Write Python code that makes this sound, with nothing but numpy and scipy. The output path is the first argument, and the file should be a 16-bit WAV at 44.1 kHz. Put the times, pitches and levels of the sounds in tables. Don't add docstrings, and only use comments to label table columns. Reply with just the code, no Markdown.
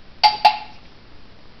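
import sys
import numpy as np
from scipy import signal
from scipy.fft import rfft, irfft, next_fast_len
from scipy.io import wavfile

SR = 44100
rng = np.random.default_rng(int(sys.argv[2]) if len(sys.argv) > 2 else 0)


def master(y):
    cut = np.clip(np.atleast_2d(y).T, -1, 1)
    pcm = np.round(cut * 32767)
    wavfile.write(sys.argv[1], SR, pcm.astype(np.int16))


N = 70560
T = np.arange(N) / SR


def amp(db):
    return 10 ** (np.asarray(db) / 20)

def unit_rms(x):
    return x / np.sqrt(np.mean(x ** 2) + 1e-20)

def fade(t, t60):
    return np.exp(-np.log(1000) * t / t60)

def bell_curve(x, width):
    return np.exp(-.5 * (x / width) ** 2)

def delayed(x, seconds):
    return np.pad(x, (round(seconds * SR), 0))[:N]

def curve_at(points, hz):
    freqs, values = np.transpose(points)
    return np.interp(np.log(hz + 1), np.log(freqs + 1), values)

def filtered(x, gain_at_hz):
    size = next_fast_len(N + SR // 2)
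    return irfft(rfft(x, size) * gain_at_hz(np.fft.rfftfreq(size, 1 / SR)), size)[:N]

def noise(gain_at_hz):
    return unit_rms(filtered(rng.standard_normal(N), gain_at_hz))


# frequency in Hz, relative density in dB.
HISS_SPECTRUM = [(20, 3), (45, -6), (120, -10.5), (250, -13), (500, -18.5), (1400, -23.5), (3000, -26.5),
                 (5000, -26), (6000, -38)]

def camera_noise():
    hiss = amp(-44.5) * noise(lambda hz: amp(curve_at(HISS_SPECTRUM, hz)))
    first_tick_s, tick_gap_s = .053, .06683
    age = (T - first_tick_s) % tick_gap_s
    tick = amp(-37) * np.exp(-age / .0007) + amp(-41) * np.exp(-age / .0001)
    return hiss + tick - tick.mean()


# frequency in Hz, seconds to fall 60 dB.
GARAGE_T60 = [(200, 0.39), (800, 0.63), (2500, 0.65), (5000, 0.51)]

def garage_tail():
    build_s = .0096
    hz, t, spectra = signal.stft(rng.standard_normal(N), SR, nperseg=256)
    decay = fade(t, curve_at(GARAGE_T60, hz)[:, None])
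    tail = signal.istft(spectra * decay, SR, nperseg=256)[1][:N]
    return tail * (1 - np.exp(-T / build_s))


# delay in seconds, level in dB at the band's centre.
FAR_ECHOES = [(.085, -18), (.153, -24), (.231, -38)]

def far_wall(x):
    centre_hz, width_hz = 840, 70
    late = sum(amp(db) * delayed(x, delay) for delay, db in FAR_ECHOES)
    return filtered(late, lambda hz: 1 / (1 + 2j * (hz - centre_hz) / width_hz))


# delay in seconds, level in dB against the direct sound.
NEAR_ECHOES = [(.0083, -11), (.0189, -30), (.0295, -37)]

def near_surfaces(x):
    echoes = sum(amp(db) * delayed(x, delay) for delay, db in NEAR_ECHOES)
    energy = 1 + sum(amp(db) ** 2 for _, db in NEAR_ECHOES)
    return (x + echoes) / np.sqrt(energy)


# peak time in seconds, spread in seconds, level in dB,
# band centre in Hz, band spread in octaves.
BRUSHES = [(.343, .014, -40, 420, .3), (.36, .03, -46, 140, .9), (.34, .03, -44, 3200, .4),
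           (.738, .02, -51, 4800, .3), (.765, .008, -49, 2600, .14), (.858, .005, -49, 2300, .5),
           (.88, .06, -57, 4200, .6)]

def ball_brushes():
    out = np.zeros(N)
    for peak_s, spread_s, db, centre_hz, octaves in BRUSHES:
        rub = noise(lambda hz: bell_curve(np.log2((hz + 1) / centre_hz), octaves))
        out += amp(db) * rub * bell_curve(T - peak_s, spread_s)
    return out


def low_hum():
    hum_hz = 242
    return amp(-45.5) * fade(T, t60=1.4) * np.sin(2 * np.pi * hum_hz * T)


# frequency in Hz, relative density in dB for the first blow, for the second.
SLAP_SPECTRUM = [(101, -26, -17), (303, -21, -16.5), (556, -6.5, -11.5), (750, 4.5, 11), (1190, -5.5, -4.5),
                 (1814, -7, -6), (2600, 0, 5.5), (3280, -3, -3), (4260, 3, 6), (4070, -3.5, -2.5),
                 (4873, 13, 7), (4880, -6.5, -9), (5100, 1.5, -0.5), (5740, -8.5, -16)]

def board_slap(blow):
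    rise_s, room_db = .00096, -11.5
    burst = rng.standard_normal(N) * fade(T, t60=.16) * (1 - np.exp(-T / rise_s))
    in_garage = near_surfaces(burst) + amp(room_db) * garage_tail()
    colour = [(hz, levels[blow]) for hz, *levels in SLAP_SPECTRUM]
    return filtered(in_garage, lambda hz: unit_rms(amp(curve_at(colour, hz))))


# frequency in Hz, unscaled swell in seconds,
# seconds to fall 60 dB, relative level in dB for the first blow, for the second.
HOOP_MODES = [(724, .01, .1, -9, -3), (762, .008, .16, -8, -6), (848, .024, .135, 0, 0),
              (1393, .006, .15, -35, -29), (1826, .006, .35, -29, -31), (2120, .006, .17, -14, -23),
              (2324, .006, .15, -21, -30), (2675, .006, .15, -20, -23), (2720, .006, .27, -26, -16),
              (2920, .006, .2, -22, -33), (3180, .006, .2, -22, -27), (3900, .006, .17, -19, -28),
              (4281, .006, .15, -22, -27), (4605, .006, .07, -3, -17), (4645, .008, .18, -5, -26),
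              (4712, .006, .17, -13, -26), (5512, .006, .12, -21, -43)]
# frequency in Hz, relative level in dB.
RING_REVERB = [(720, -17), (850, -21), (2000, -13), (5000, -12)]

def hoop_ring(blow, swell_scale):
    ring = np.zeros(N)
    for hz, swell_s, t60, *levels in HOOP_MODES:
        peak_s = swell_s * swell_scale
        swell = np.sin(np.pi / 2 * np.minimum(T / peak_s, 1))
        decay = fade(np.maximum(T - peak_s, 0), t60)
        ring += amp(levels[blow]) * swell * decay * np.sin(2 * np.pi * hz * T)
    tail = garage_tail()
    reverb = signal.fftconvolve(ring, tail / np.linalg.norm(tail))[:N]
    reverb = filtered(reverb, lambda hz: amp(db=1) * amp(curve_at(RING_REVERB, hz)))
    return ring + far_wall(ring) + reverb


# start in seconds, ring gain in dB, slap gain in dB,
# factor on the modes' swell time.
BLOWS = [(0.2351, -5.5, -10.5, 1.074), (0.4470, -3.5, -12, 0.68)]

def ball_blows():
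    out = np.zeros(N)
    for blow, (start, ring_db, slap_db, swell_scale) in enumerate(BLOWS):
        ring = amp(ring_db) * hoop_ring(blow, swell_scale)
        slap = amp(slap_db) * board_slap(blow)
        out += delayed(ring + slap + low_hum(), start)
    return out


def scene():
    return (ball_blows() + ball_brushes() + camera_noise())[None]

def record(dry):
    overload, knee, clip_level = .74, 7.5, .72
    band_hz, top_hz, dc_offset = 5676, 16000, -.0076
    x = dry[0] / (1 + np.abs(dry[0] / overload) ** knee) ** (1 / knee)
    x = filtered(x, lambda hz: 1 / np.sqrt(1 + (hz / band_hz) ** 56))
    x = np.clip(x, -clip_level, clip_level)
    return filtered(x, lambda hz: hz < top_hz)[None] + dc_offset


dry = scene()
out = record(dry)
master(out)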